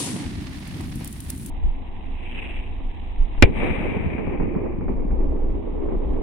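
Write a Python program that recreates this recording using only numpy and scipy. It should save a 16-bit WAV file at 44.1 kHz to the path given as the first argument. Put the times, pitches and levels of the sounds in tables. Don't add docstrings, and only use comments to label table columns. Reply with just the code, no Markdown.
import sys
import numpy as np
from scipy import signal
from scipy.fft import rfft, irfft
from scipy.io import wavfile

SR = 44100
rng = np.random.default_rng(int(sys.argv[2]) if len(sys.argv) > 2 else 0)


def transcribe(u):
    v = np.clip(np.atleast_2d(u).T, -1, 1)
    q = np.round(v * 32767).astype(np.int16)
    wavfile.write(sys.argv[1], SR, q)


N = 274302
TIME = np.arange(N) / SR
BINS = np.maximum(np.arange(N // 2 + 1) * SR / N, 1)
CHANGE_S = 1.5

# frequency in Hz, relative level in dB.
POP_COLOUR = [(180, -34), (320, 12.5), (600, 3.5), (1000, 4.5), (1500, -10.5), (2600, -4), (4000, -36)]
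# start in seconds, drive in dB, length of the overpressure in seconds, left-right in dB.
FRONTS = [(3.424, 19.5, 0.0019, -13), (3.4297, 14, .0075, -11), (3.4415, 9.5, 0.0071, 10.5)]
BLAST_S = FRONTS[0][0]
# start in seconds, nominal level in dB, left-right in dB.
ECHOES = [(3.623, -10, -1), (3.643, -19, -7), (3.819, -18, -1), (3.852, -19.5, -1), (3.943, -17.5, 4),
          (4.034, -21, 2), (4.181, -15.5, -9), (4.271, -18, 3), (4.305, -23.5, -0.5), (4.4, -14, 1),
          (4.42, -19.5, -2), (4.551, -16, -5), (4.573, -23.5, 0), (4.656, -19.5, 4.5), (4.81, -20, -4.5),
          (4.882, -16.5, 0), (4.992, -27.5, -1.5), (5.108, -22.5, -5), (5.886, -23, 4.5), (6.02, -27, -2)]


def from_db(db):
    return 10 ** (np.asarray(db) / 20)


def rms_one(x):
    return x / np.sqrt(np.mean(x ** 2) + 1e-20)


def gains(rows):
    s, *columns = np.transpose(rows)
    return [from_db(np.interp(TIME, s, c)) for c in columns]


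def at_hz(points, hz):
    f, value = np.transpose(points)
    return np.interp(np.log(hz), np.log(f), value)


def pan(db):
    pair = np.array([from_db(db / 2), from_db(-db / 2)]).reshape(2, -1)
    return pair / np.sqrt(np.mean(pair ** 2, axis=0))


def since(s):
    return np.maximum(TIME - s, 0)


def after(s, rise=.003):
    return np.clip((TIME - s) / rise, 0, 1)


def burst(s, t60):
    return (TIME >= s) * from_db(-60 * np.clip((TIME - s) / t60, 0, 4))


def swell(s, rise, t60):
    return np.sin(np.pi / 2 * after(s, rise)) ** 2 * burst(s, t60)


def hump(s, half):
    return np.exp(-np.minimum(((TIME - s) / half) ** 2, 50))


def wave(s, length, rise):
    age = np.clip((TIME - s) / length, 0, 30)
    return np.sin(np.pi / 2 * after(s, rise)) * (1 - age) * np.exp(-age ** 2 / 2)


def drift(rate):
    return rms_one(irfft(rfft(rng.standard_normal(N)) / (1 + (BINS / rate) ** 2), N))


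def noise(colour, alike=0., grain_db=0., grain_rate=100):
    mid, side = rng.standard_normal((2, N))
    alike = np.clip(alike, -1, 1)
    white = np.sqrt(1 + alike) * mid + np.sqrt(1 - alike) * side * [[1], [-1]]
    clumped = white * from_db(grain_db * np.clip(drift(grain_rate), -3, 3))
    top = 1 / (1 + (BINS / colour[-1][0]) ** 10)
    bottom = 1 / (1 + (colour[0][0] / BINS) ** 10)
    return rms_one(irfft(rfft(clumped) * from_db(at_hz(colour, BINS)) * top * bottom, N))


def opening():
    # time in seconds, level in dB.
    flutter_curve = [(0, -27.5), (.17, -24.5), (.36, -29), (.42, -31), (.68, -35.5), (.75, -29.5),
                     (.9, -30), (1.15, -37), (1.36, -32.5), (1.49, -32.5)]
    # start in seconds, nominal level in dB.
    crackle_hits = [(0.6755, -36), (0.809, -33), (0.9567, -26), (1.046, -26), (1.0564, -29), (1.075, -21.5),
                    (1.1267, -26.5), (1.2036, -22.5), (1.2984, -19), (1.3023, -14.5), (1.378, -26),
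                    (1.4612, -26)]
    # frequency in Hz, relative level in dB.
    flutter_colour = [(22, 1), (45, 2), (80, 3), (110, -2.5), (140, 0), (200, -2), (290, -3.5),
                      (350, -12.5), (450, -26), (600, -37)]
    rush_colour = [(400, 3), (700, 1.5), (950, 2), (1350, -3), (1900, 2), (3000, -2), (4500, -4),
                   (7000, -13), (9000, -14.5)]
    hiss_colour = [(2500, -7), (5000, -9), (7500, -7.5), (9700, -2), (12000, -20), (16000, -36.5)]
    crackle_colour = [(1800, -19.5), (5000, -19.5), (7500, -12.5), (9700, -3.5), (12000, -14), (16000, -11)]

    flutter, = gains(flutter_curve)
    bass_cut_hz = 130
    full = noise(flutter_colour, alike=0.81, grain_db=-1.5, grain_rate=52)
    thin = signal.sosfilt(signal.butter(3, bass_cut_hz, "high", fs=SR, output="sos"), full)
    deepened = after(0.21, rise=0.072)
    low = flutter * (deepened * full + (1 - deepened) * thin)

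    rush_db, rush_fall_db_per_s, waver_db = -41.5, 5.5, 1.9
    rush = from_db(rush_db - rush_fall_db_per_s * TIME + waver_db * drift(rate=9))
    middle = rush * noise(rush_colour, alike=0.026, grain_db=2.0, grain_rate=55) * pan(db=-2.5)
    hiss_db, hiss_fall_db_per_s = -27, 88
    hiss = from_db(hiss_db - hiss_fall_db_per_s * TIME)
    smooth = hiss * noise(hiss_colour, grain_db=1.5, grain_rate=400) * pan(db=3.0)

    fine_db, fine_rise_db_per_s = -61.5, 10
    fine = from_db(fine_db + fine_rise_db_per_s * np.minimum(TIME, CHANGE_S))
    snaps = sum(from_db(db - 7) * burst(s, t60=0.016) for s, db in crackle_hits)
    crackle = (fine + snaps) * noise(crackle_colour, grain_db=3.0, grain_rate=450) * pan(db=1.5)

    sputter_db, sputter_end_s, sputter_fall_db_per_s = -40, 0.22, 220
    sputter_level = from_db(sputter_db - sputter_fall_db_per_s * since(sputter_end_s))
    sputter = sputter_level * noise(POP_COLOUR, alike=.5, grain_db=4, grain_rate=60)
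    return low + middle + smooth + crackle + sputter


def murk():
    # frequency in Hz, relative level in dB.
    murk_colour = [(35, 1), (78, 16.5), (120, -6.5), (160, 0.5), (270, 3), (400, -6), (600, -13.5),
                   (780, -4.5), (950, -7.5), (1120, -16), (1400, -24)]
    return from_db(-36.5) * noise(murk_colour, alike=0.17, grain_db=0.7, grain_rate=26) * pan(db=-3.5)


def pops():
    # start in seconds, nominal level in dB.
    pop_hits = [(0.805, -36.5), (1.008, -38), (2.379, -36), (2.426, -44), (2.802, -42), (3.346, -40),
                (3.378, -34.5)]
    level = sum(from_db(db + 3.0) * swell(s, rise=0.0015, t60=0.052) for s, db in pop_hits)
    return level * noise(POP_COLOUR, alike=0.42)


def field():
    # time in seconds, level in dB.
    hiss_curve = [(1.5, -55.5), (3.3, -52.5), (3.5, -55), (4.3, -75), (5.1, -67), (5.6, -61), (6.22, -59.5)]
    # frequency in Hz, relative level in dB.
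    hiss_colour = [(1400, -6.5), (2000, 3.5), (2700, 2.5), (3900, -6.5), (4600, -47.5), (9000, -30),
                   (14000, -47)]
    level, = gains(hiss_curve)
    ticks_per_s, tick_db, tick_spread_db, tick_t60_s = 7, 2, 3, .03
    tick_gain = from_db(tick_db + tick_spread_db * rng.uniform(-1, 1, N))
    starts = (rng.random(N) < ticks_per_s / SR) * tick_gain
    decay = from_db(-60 / (tick_t60_s * SR))
    ticks = signal.lfilter([1], [1, -decay], starts + 1e-18)
    return level * np.hypot(1, ticks) * noise(hiss_colour, alike=0.033, grain_db=2.0, grain_rate=130)


def fuse():
    # frequency in Hz, relative level in dB.
    fuse_colour = [(150, 4), (330, 11), (600, 3), (1400, -8), (2000, 5), (2600, 12.5), (3100, 2.5),
                   (3900, -13), (4500, -77), (8800, -19.5), (11000, -64)]
    flare_s, hold_s, flare_db = 2.375, 0.17, -38
    rise_db_per_s, fall_db_per_s = 64, 95
    below_db = rise_db_per_s * np.maximum(flare_s - TIME, 0) + fall_db_per_s * since(flare_s + hold_s)
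    return from_db(flare_db - below_db) * noise(fuse_colour, alike=0.11, grain_db=3.0, grain_rate=140)


def wind():
    # time in seconds, level in dB.
    breeze = [(1.5, -30), (2.5, -31.5), (3.2, -25.5), (4.1, -33.5), (4.8, -28), (5.15, -18), (5.55, -24),
              (6.22, -24.5)]
    # centre in seconds, peak level in dB, half-length in seconds.
    gusts = [(1.649, -17.5, .05), (3.222, -21, .03), (3.398, -18.5, 0.028), (4.417, -19, 0.017),
             (5.263, -20, 0.018), (5.966, -26.5, 0.036)]
    # frequency in Hz, relative level in dB.
    wind_colour = [(14, 6.5), (25, 11.5), (38, -1.5), (52, 2), (75, -15), (110, -30), (200, -46.5)]
    push = gains(breeze)[0] + sum(from_db(db) * hump(s, half) for s, db, half in gusts)
    return push * noise(wind_colour, alike=.8, grain_db=1.0, grain_rate=4.1)


def capsule(pressure, limit=0.9, corner_hz=4500):
    flattened = limit * np.tanh(pressure / limit)
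    return signal.sosfilt(signal.butter(1, corner_hz, fs=SR, output="sos"), flattened)


def blast():
    # frequency in Hz, relative level in dB.
    crack_colour = [(900, 4.5), (2600, 5), (4900, -10.5), (7000, -35), (10000, -9), (16000, -30)]
    gas_colour = [(80, -9.5), (200, 8), (350, 3.5), (700, -4.5), (1100, -29.5), (1500, -19.5), (2600, -8.5),
                  (3600, -18)]
    # frequency in Hz, left drive in dB, right drive in dB, 60 dB decay in seconds.
    port_modes = [(1514, -3, -7, 0.0218), (2002, 5, -12, 0.026), (2347, 7, -0.5, 0.054),
                  (2430, 4, -2, 0.043)]
    pressure = sum(from_db(db) * pan(side) * wave(s, length, rise=55 * length ** 2)
                   for s, db, length, side in FRONTS)
    crack = from_db(3) * burst(BLAST_S, t60=0.028) * noise(crack_colour, alike=0.2)
    gas = from_db(7) * burst(BLAST_S, t60=0.055) * noise(gas_colour, alike=0.94)
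    ports = sum(from_db([[left], [right]]) * burst(BLAST_S, t60) * np.sin(2 * np.pi * hz * (TIME - BLAST_S))
                for hz, left, right, t60 in port_modes)
    return capsule(pressure + crack + gas + ports)


def trees():
    # frequency in Hz, relative level in dB.
    trees_colour = [(300, -5), (500, 6), (720, 3), (950, 1), (1400, -9.5), (1900, -2), (2350, 6),
                    (3000, -9), (3900, -17.5), (4400, -65), (7000, -50.5), (9000, -23.5), (10500, -57.5)]
    # frequency in Hz, left-right in dB.
    trees_balance = [(300, -7.5), (1300, 3), (1900, 4), (2350, 10.5), (3100, -0.5), (9000, 7)]
    grass = from_db(-26.5) * burst(BLAST_S, t60=0.24)

    near_s, rise_s, far_s = 3.52, 0.098, 4.46
    near_db, fall_db_per_s, extra_fall_db_per_s = -27, 17, 5.5
    line_db = near_db - fall_db_per_s * since(near_s) - extra_fall_db_per_s * since(far_s)
    line = after(near_s, rise_s) * from_db(line_db)
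    early_hump = from_db(-29) * hump(3.3, half=0.036)
    level = grass + line + early_hump

    scatter = rfft(noise(trees_colour, alike=.03, grain_db=1.5, grain_rate=170))
    scatter = scatter * pan(at_hz(trees_balance, BINS))
    air_hz, air_db_per_s = 3200, 13
    loss_db_per_s = air_db_per_s / (1 + (air_hz / BINS) ** 8)
    ages = np.linspace(0, 2, 5)
    out = 0
    for age, share in zip(ages, np.eye(len(ages))):
        dulled = irfft(scatter * from_db(-loss_db_per_s * age), N)
        out = out + np.interp(TIME - BLAST_S, ages, share) * dulled
    return level * out


def rumble():
    # time in seconds, level in dB.
    roll_curve = [(3.47, -26.5), (3.58, -37), (4.1, -34.5), (4.7, -28.5), (4.78, -36.5), (5.15, -31),
                  (5.65, -33), (5.94, -27), (6.0, -31), (6.22, -28)]
    # frequency in Hz, relative level in dB.
    deep_colour = [(45, -1), (75, -5), (100, -5), (128, -10), (175, -7), (240, -7), (350, -19),
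                   (700, -43.5)]
    roll_colour = [(150, -18.5), (270, 3), (400, 3), (520, -4.5), (700, -14.5), (1100, -20), (1450, -34.5),
                   (2200, -31.5), (2700, -40)]
    boom_db, boom_t60_s = -8, 0.27
    booms = np.sqrt(sum((from_db(db + boom_db) * swell(s, rise=0.0087, t60=boom_t60_s)) ** 2
                        for s, db, side in ECHOES))
    deep_db, deep_fall_db_per_s = -25, 5
    decay = from_db(deep_db - deep_fall_db_per_s * since(BLAST_S))
    hills = from_db(-30.5) * hump(6.05, half=0.14)
    deep = np.hypot(np.hypot(decay, from_db(2.5) * booms), hills)
    upper = np.hypot(gains(roll_curve)[0], booms)
    low = deep * noise(deep_colour, alike=-0.086, grain_db=5.0, grain_rate=54) * pan(db=1.0)
    roll = upper * noise(roll_colour, alike=.05, grain_db=2.0, grain_rate=51) * pan(db=-3.0)
    return low + roll


def echoes():
    # frequency in Hz, relative level in dB.
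    echo_colour = [(110, -4.5), (180, -24.5), (480, -23), (700, -10), (1100, -14.5), (1500, -39),
                   (2300, -22), (3000, -44.5)]
    fronts = sum(from_db(db - 3) * pan(side) * wave(s, length=0.00073, rise=0.00023)
                 for s, db, side in ECHOES)
    bass_cut_hz, dull_hz = 130, 1800
    fronts = signal.sosfilt(signal.butter(2, bass_cut_hz, "high", fs=SR, output="sos"), fronts)
    fronts = signal.sosfilt(signal.butter(8, dull_hz, fs=SR, output="sos"), fronts)
    tails = sum(from_db(db - 20.5) * pan(side) * swell(s, rise=0.0033, t60=0.15) for s, db, side in ECHOES)
    return fronts + tails * noise(echo_colour, alike=0.033)


def scene():
    outdoors = after(CHANGE_S - .002)
    far = murk()
    first = opening() + from_db(-16.0) * far
    then = far + field() + fuse() + wind()
    returns = after(BLAST_S) * (trees() + rumble() + echoes())
    return (1 - outdoors) * first + outdoors * then + pops() + blast() + returns


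def record(dry):
    clipped = dry / (1 + dry ** 8) ** (1 / 8)
    stop_hz, stop_db = 16848, 60
    return signal.sosfilt(signal.cheby2(12, stop_db, stop_hz, fs=SR, output="sos"), clipped)


dry = scene()
out = record(dry)
transcribe(out)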